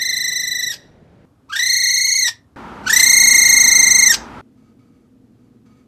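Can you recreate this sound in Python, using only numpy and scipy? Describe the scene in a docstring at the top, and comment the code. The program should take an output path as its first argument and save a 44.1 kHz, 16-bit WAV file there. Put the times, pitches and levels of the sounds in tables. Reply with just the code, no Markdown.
"""A cockatiel in mid-call, long and quavering, across a table from the microphone. Two more calls follow,
each in its own room: one before a curtain, one very close. A fourth room holds a hum and breathy puffs.
Each call is a chain of throbs, about 27 a second: the membrane of the syrinx tightens and slackens, so
pitch and loudness arch in every throb. The voice climbs out of a rasp, holds near 2 kHz and sinks back
into one. Every room has its own steady room tone."""
import sys
import numpy as np
from scipy import signal
from scipy.fft import rfft, irfft, next_fast_len
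from scipy.io import wavfile
from scipy.ndimage import uniform_filter1d, minimum_filter1d, map_coordinates

SR = 44100
rng = np.random.default_rng(int(sys.argv[2]) if len(sys.argv) > 2 else 0)


def unload_wav(signal):
    """Save mono or channel-first audio to the path in sys.argv[1] as 16-bit WAV at rate SR, clipped to [-1, 1]."""
    wavfile.write(
        sys.argv[1],
        SR,
        np.round(np.clip(np.atleast_2d(signal).T, -1, 1) * 32767).astype(np.int16),
    )


N = 258867
TIME = np.arange(N) / SR

# rhythm of each call: (first throb [s], end of the call [s], rate [throbs/s], slowing [throbs/s per s])
CALL_RHYTHMS = [(-.3002, .742, 26.73, 1.104), (1.501, 2.292, 28.16, .07), (2.873, 4.149, 29.035, 3.17)]
# resonances of each bird's throat and beak: (frequency [Hz], relative level [dB])
TABLE_THROAT = [(1000, -17), (1750, -8.5), (2050, 0), (3000, -10.5), (3600, -9.5), (4100, 1), (4900, -6),
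                (5700, -1), (6150, -7), (7500, -13.5), (8150, -12.5), (10100, -27.5), (12000, -13),
                (14000, -26.5)]
CURTAIN_THROAT = [(1000, -2), (1700, 3.5), (2150, 0), (2900, 2.5), (3700, -1), (4300, 3.5), (4900, 2),
                  (5700, 9), (6450, -1.5), (7100, -8), (8600, -12.5), (10700, -23), (12900, -16),
                  (14000, -37.5)]
CLOSE_THROAT = [(1000, -23), (1700, -6.5), (2130, 0.5), (2800, -7.5), (3500, -12.5), (4280, -0.5),
                (4900, -3), (5700, 0.5), (6450, 3.5), (7400, -2), (8500, -4), (9600, -16.5), (11200, -15),
                (12700, -8)]
# opening of each beak, as the strength of its resonance: (time [s], level [dB])
TABLE_BEAK = [(.2, 0.5), (.42, 3.5), (.52, -1), (.68, 1.5), (.74, -5)]
CURTAIN_BEAK = [(1.54, -12), (1.72, -1.5), (2.2, 6), (2.294, -11)]
CLOSE_BEAK = [(2.9, -3), (3.1, 1.5), (4.05, 6), (4.14, 2)]
def birds():
    """Three cockatiels at the microphone: across a table, before a curtain, and very close."""
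    table = call(
        CALL_RHYTHMS[0], TABLE_BEAK, TABLE_THROAT,
        tune=dict(held_hz=2123.5, sink_hz_per_s=130, climb_hz=730, drop_hz=256, drop_s=.028),
        effort=dict(held_db=-14, swell_db=16.5, attack_s=.095, tiring_db_per_s=5, drop_db=14),
        grain=dict(rasp_db=-26.5, break_db=4, tilt_db=0, dulling_per_s=-.4),
        sag=.145, dip_db=8, dull_db=3.5, fuzz_db=-30.5, slip_db=-34.5, fade_s=.014)
    curtain = call(
        CALL_RHYTHMS[1], CURTAIN_BEAK, CURTAIN_THROAT,
        tune=dict(held_hz=2131.3, sink_hz_per_s=-72, climb_hz=835, drop_hz=314, drop_s=.054),
        effort=dict(held_db=-13, swell_db=21.5, attack_s=.039, tiring_db_per_s=-.8, drop_db=6),
        grain=dict(rasp_db=-53.5, break_db=-1, tilt_db=2.5, dulling_per_s=.5),
        sag=.125, dip_db=11, dull_db=7.5, fuzz_db=-26, slip_db=-46.5, fade_s=.0063)
    close = call(
        CALL_RHYTHMS[2], CLOSE_BEAK, CLOSE_THROAT,
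        tune=dict(held_hz=2170, sink_hz_per_s=42, climb_hz=673, drop_hz=513, drop_s=.047),
        effort=dict(held_db=-4, swell_db=13, attack_s=.07, tiring_db_per_s=3, drop_db=13),
        grain=dict(rasp_db=-48, break_db=4, tilt_db=.5, dulling_per_s=2),
        sag=.145, dip_db=9.5, dull_db=3.5, fuzz_db=-28.5, slip_db=-34, fade_s=.011)
    # this close, the microphone yields unevenly and the throbs leave a faint flutter
    close = close - .055 * close ** 2
    return [room(table, near_db=-12, near_t60=.09, far_db=-19, far_t60=.53),
            amp(-.45) * room(curtain, near_db=-6.5, near_t60=.098, far_db=-15.5, far_t60=.25),
            amp(1) * room(close, near_db=-20, near_t60=.04, far_db=-17.5, far_t60=.35)]


def call(rhythm, opening, throat, tune, effort, grain, sag, dip_db, dull_db, fuzz_db, slip_db, fade_s):
    """The syrinx sounds a throbbing harmonic tone, coloured by throat and beak, with fuzz and rasp."""
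    taut_hz, beak_hz = 2100, 6000
    start, end = rhythm[:2]
    live = (TIME > start - .05) & (TIME < end + .05)
    t = TIME[live]
    age, left = np.maximum(t - start, 0), np.maximum(end - t, 0)
    turn = throbs(t, *rhythm)
    crest_hz = crest_pitch(age, left, **tune) + 12 * wobble(.98, turn)  # no two throbs are alike
    level_db = loudness(age, left, **effort) - .25 * wobble(1, turn)
    rasp_db, bright_db = texture(age, left, **grain)
    beak_db = np.interp(t, *np.transpose(opening))

    def colour(hz):
        beak = beak_db * np.exp(-((hz - beak_hz) / 1000) ** 2)
        return amp(along(throat, hz) + bright_db * np.log2(hz / crest_hz) + beak)

    # between throbs the membrane slackens: it sinks in pitch, goes dull and swings less evenly
    gap = np.sin(np.pi * turn) ** 2  # 0 on a crest, 1 between throbs
    slack = (.6 * gap + .4 * gap ** 3) * (taut_hz / crest_hz) ** 2.2  # low throbs let go further
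    jitter = .004 * wobble(200, t) + .007 * gap * wobble(1000, t)
    throbbing = 1 - np.exp(-(left / .043) ** 2)  # the last throbs melt into one downward slide
    trill = sag * (1 - .2 * age) * (.5 + .5 * throbbing)  # the pitch swing eases with time
    trill *= 1 + .1 * wobble(1, turn + .5)
    pitch = crest_hz * np.exp(jitter - trill * slack)
    phase = 2 * np.pi * np.cumsum(pitch) / SR
    chirping = 1 + .55 * np.exp(-(age / .17) ** 2)  # the first throbs stand apart as chirps
    dip = throbbing * chirping * (.16 * slack + .84 * choke(turn))

    k = np.arange(1, 8)[:, None]  # harmonic numbers
    flutter_db = np.sqrt(k) * np.array([wobble(60, t) for _ in k])
    swing = amp(flutter_db - (dip_db + dull_db * (k - 2)) * dip)
    fuzz = turbulence(t, k, gap, fuzz_db, rasp_db)
    spread = np.pi * k * (k - 1) / 4  # overtone phases are spread to keep the tone's peaks low
    tone = -np.sum(colour(k * pitch) * (swing + fuzz) * np.exp(1j * (k * phase - spread)), axis=0).real
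    tone += octave_slips(t, turn, gap, k, pitch, phase, colour, slip_db)
    tone /= np.sqrt(np.sum(colour(k * crest_hz) ** 2, axis=0) / 2)
    voice = (tone + rasp(t, rasp_db, dip)) / np.sqrt(1 + amp(rasp_db) ** 2)
    voice = spectral_notches(voice, rasp_db)

    outside_s = np.maximum(start - t, 0) + np.maximum(t - end, 0)
    out = np.zeros(N)
    out[live] = voice * amp(level_db) * np.exp(-(outside_s / fade_s) ** 1.2)
    return out


def throbs(t, start, end, rate, slowing):
    """Throbs counted so far: their rate sinks steadily and hurries at both ends of the call."""
    age = t - start
    gained_early = .4 * (1 - np.exp(-age / .15))
    gained_late = .33 * np.exp(np.minimum(t - end, 0) / .03)
    return rate * age - slowing * age ** 2 / 2 + gained_early + gained_late


def crest_pitch(age, left, held_hz, sink_hz_per_s, climb_hz, drop_hz, drop_s, climb_s=.06):
    """Pitch at the top of the throbs: a scoop up, a slowly drifting hold, a final drop."""
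    scoop = climb_hz * np.exp(-age / climb_s)
    drop = drop_hz * np.exp(-(left / drop_s) ** 2)
    return held_hz - scoop - sink_hz_per_s * age - drop


def loudness(age, left, held_db, swell_db, attack_s, tiring_db_per_s, drop_db, release_s=.023):
    """Level in dB: a swell, a slowly drifting hold, a quick release."""
    swell = swell_db * np.exp(-age / attack_s)
    release = drop_db * np.exp(-(left / release_s) ** 2)
    return held_db - swell - tiring_db_per_s * age - release


def texture(age, left, rasp_db, break_db, tilt_db, dulling_per_s, settle_s=.14, break_s=.016):
    """Rasp (dB) and brightness (dB per octave): hoarse and dull at both ends, clear in between."""
    unsettled = np.exp(-(age / settle_s) ** 2)
    breaking = np.exp(-(left / break_s) ** 2)
    hoarseness = amp(rasp_db) + amp(-11.5) * unsettled + amp(break_db) * breaking
    bright_db = tilt_db - dulling_per_s * age - 13.5 * np.exp(-age / .04) - 1.5 * breaking
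    return 20 * np.log10(hoarseness), bright_db


def choke(turn, lead=.025, softness=.14):
    """Near 0 while a throb sounds, near 1 between throbs; loudness leads pitch by a share of a throb."""
    gap = np.sin(np.pi * (turn + lead)) ** 2
    return .5 + .5 * np.tanh((gap - .62) / (2 * softness))


def turbulence(t, k, gap, fuzz_db, rasp_db):
    """Eddies wrap each overtone in a band of noise, wider for the high ones, that outlasts the throb."""
    eddies = np.array([wobble(280 * n, t) + 1j * wobble(280 * n, t) for n in k])
    fraying = amp(rasp_db - 17.5) * np.sqrt(k)  # a hoarse voice frays its overtones further
    return (amp(fuzz_db) * k ** .8 + fraying) * (.8 + .4 * gap) * eddies


# the clearest raspy spots, where the voice slips an octave down: (time [s], subharmonic level [dB])
OCTAVE_SLIPS = [(.67, -26), (1.902, -25.5), (2.07, -24.5), (2.145, -23.5), (2.988, -18.5), (3.34, -16),
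                (3.485, -19), (3.61, -19)]
def octave_slips(t, turn, gap, k, pitch, phase, colour, slip_db, spread_db=6):
    """Alternate swings of the membrane differ, so tones appear halfway between the harmonics."""
    clear = sum(amp(db) * np.exp(-((t - at) / .0071) ** 2) for at, db in OCTAVE_SLIPS)
    by_chance = gap ** 2 * amp(slip_db + spread_db * wobble(1, turn + .5))
    half_phases = (k - .5) * (phase + .5 * wobble(700, t))
    return (clear + by_chance) * np.sum(colour((k - .5) * pitch) * np.cos(half_phases), axis=0)


# spectrum of the rasp: (frequency [Hz], relative density [dB])
RASP_SPECTRUM = [(300, -25.5), (900, -4.5), (1300, -9.5), (1750, -8), (2400, 2), (3700, -0.5), (4800, 9.5),
                 (5800, 7), (6800, -10.5), (8000, 2.5), (9800, -26), (12500, -9.5), (14000, -20)]
def rasp(t, rasp_db, dip, pulse_db=7):
    """Air torn at the syrinx: a broad, rough noise that pulses with the throbs."""
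    return noise(RASP_SPECTRUM, len(t)) * amp(rasp_db + 4.3 * wobble(120, t) - pulse_db * dip)


# narrow dark bands in the call's sound: (frequency [Hz], gain [dB])
SPECTRAL_NOTCHES = [(2650, -3), (4950, -18), (9350, -9.5)]
def spectral_notches(voice, rasp_db, half_width_hz=350):
    """Narrow bands are dark while the tone is held and fill in as the call turns to rasp."""
    def response(hz):
        return amp(sum(db * np.exp(-((hz - mid) / half_width_hz) ** 2) for mid, db in SPECTRAL_NOTCHES))

    loose = np.clip((rasp_db + 20) / 20, 0, 1)
    return loose * voice + (1 - loose) * filtered(voice, response)


def room(x, near_db, near_t60, far_db, far_t60):
    """The microphone hears the direct sound, a flurry off near surfaces and a duller tail off the walls."""
    t = TIME[:SR // 2]
    near = rng.standard_normal(len(t)) * amp(-60 * t / near_t60) * (t > .002)
    hz, frame_s, spectra = signal.stft(rng.standard_normal(len(t)), SR, nperseg=256)
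    decay = amp(-60 * frame_s / far_t60 * (1 + hz[:, None] / 16000) - hz[:, None] / 2600)
    far = signal.istft(spectra * decay, SR, nperseg=256)[1][:len(t)]
    echo = amp(near_db) * near / np.linalg.norm(near) + amp(far_db) * far / np.linalg.norm(far)
    return x + signal.fftconvolve(x, echo)[:N]


# faint, breathy puffs in the last room: (time [s], length [s], level [dB])
PUFFS = [(4.574, 0.161, -65), (4.788, .28, -65.5), (5.35, 0.24, -72), (5.658, 0.19, -62.5)]
# their narrow resonances: (frequency [Hz], width [Hz], relative level [dB])
PUFF_RESONANCES = [(1258, 27, 2), (2250, 27, -6), (4590, 45, -11), (6200, 57, -15), (7150, 78, -19)]
# their broad hiss: (frequency [Hz], relative density [dB])
PUFF_HISS = [(300, -20), (800, 1), (2200, -3), (7000, -12.5), (10000, -20)]
def breathy_puffs(attack_s=.014, fade_db=7):
    """Faint, breathy puffs of noise with a narrow ring near 1.25 kHz, like soft nasal breathing."""
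    def response(hz):
        return sum(amp(db) * 1j * hz * width / (centre ** 2 - hz ** 2 + 1j * hz * width)
                   for centre, width, db in PUFF_RESONANCES)

    ring = unit(filtered(rng.standard_normal(N), response))
    breath = unit(ring + amp(-3) * noise(PUFF_HISS, N))
    envelope = np.zeros(N)
    for start, length, db in PUFFS:
        progress = np.clip((TIME - start) / length, 0, 1)
        envelope += amp(db - fade_db * progress) * gate(start, start + length, attack_s)
    return breath * envelope * amp(2 * wobble(35, TIME))


# motor tones of an appliance in the last room: (frequency [Hz], rms level [dB])
MOTOR_TONES = [(118.4, -61.5), (220.7, -59.5), (242.2, -71), (258.4, -59), (479.1, -70)]
def appliance_hum():
    """A motor hums in low tones, each slightly unsteady in level and phase."""
    out = np.zeros(N)
    for hz, db in MOTOR_TONES:
        peak = np.sqrt(2) * amp(db + .96 * wobble(3.9, TIME))
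        out += peak * np.sin(2 * np.pi * hz * TIME + .5 * wobble(1.7, TIME))
    return out


# room tone at each microphone position: (frequency [Hz], relative density [dB])
TABLE_AIR = [(15, -36.5), (25, -13), (164, -1.5), (286, -8.5), (318, -9), (584, -12.5), (1260, -27.5),
             (1400, -23.5), (14000, -55.5)]
CURTAIN_AIR = [(15, -64), (25, -35), (91, -1.5), (192, -15), (271, -6), (344, -18), (868, -27), (1230, -27),
               (1870, -38.5), (14000, -50.5)]
CLOSE_AIR = [(25, -33), (55, 0.5), (85, -7.5), (185, -5), (228, 3), (270, -2), (480, -10.5), (700, -10.5),
             (920, -2), (1080, -9.5), (1280, -6), (1800, -15.5), (4500, -31), (14000, -50)]
LAST_ROOM_AIR = [(15, -73.5), (25, -23), (91, -12.5), (107, -10), (187, -11), (244, -3.5), (372, -17.5),
                 (485, -20.5), (539, -28.5), (584, -25.5), (1050, -35.5), (1260, -35), (1730, -40.5),
                 (2500, -42.5), (14000, -53)]
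def room_tones():
    """The steady, bass-heavy background of each of the four rooms, at rms 1."""
    return [noise(air, N) for air in (TABLE_AIR, CURTAIN_AIR, CLOSE_AIR, LAST_ROOM_AIR)]


def amp(db):
    """Decibels to gain."""
    return 10 ** (np.asarray(db) / 20)


def unit(x):
    """x at rms 1."""
    return x / np.sqrt(np.mean(x ** 2) + 1e-20)


def along(points, hz):
    """(Hz, value) points read on a log axis."""
    knots_hz, values = np.transpose(points)
    return np.interp(np.log(hz + 1), np.log(knots_hz + 1), values)


def wobble(rate, t):
    """A smooth random curve with rate knots per unit of t."""
    return map_coordinates(rng.standard_normal(2 ** 14), [t * rate], mode="wrap")


def gate(start, end, ramp_s):
    """1 from start to end and 0 outside, with straight ramps."""
    return np.clip(np.minimum(TIME - start, end - TIME) / ramp_s + .5, 0, 1)


def filtered(x, response):
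    """x through a frequency response."""
    size = next_fast_len(len(x) + 2 ** 13)
    return irfft(rfft(x, size) * response(np.fft.rfftfreq(size, 1 / SR)), size)[:len(x)]


def noise(spectrum, size):
    """Coloured noise of rms 1."""
    return unit(filtered(rng.standard_normal(size), lambda hz: amp(along(spectrum, hz))))


def limiter(x, ceiling=.96):
    """Fast gain control flattens the loudest throbs just under full scale."""
    needed = np.minimum(1, ceiling / (abs(x) + 1e-9))
    return x * uniform_filter1d(minimum_filter1d(needed, size=133), size=111)


# the microphone's stay in each room: (start [s], end [s], room tone level [dB])
ROOM_STAYS = [(-.1, 1.254, -48.5), (1.248, 2.557, -53.5), (2.56, 4.412, -35), (4.41, 5.991, -52)]
def scene():
    """Four rooms follow each other abruptly, each with its source and its room tone."""
    sources = birds() + [appliance_hum() + breathy_puffs()]
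    out = np.zeros(N)
    for (start, end, db), source, air in zip(ROOM_STAYS, sources, room_tones()):
        out += gate(start, end, ramp_s=.0016) * (source + amp(db) * air)
    return out[None]


def record(dry):
    """One microphone channel through a limiter and a steep treble cut."""
    top_hz = 13850
    return filtered(limiter(dry[0]), lambda hz: 1 / np.sqrt(1 + (hz / top_hz) ** 240))[None]


dry = scene()
out = record(dry)
unload_wav(out)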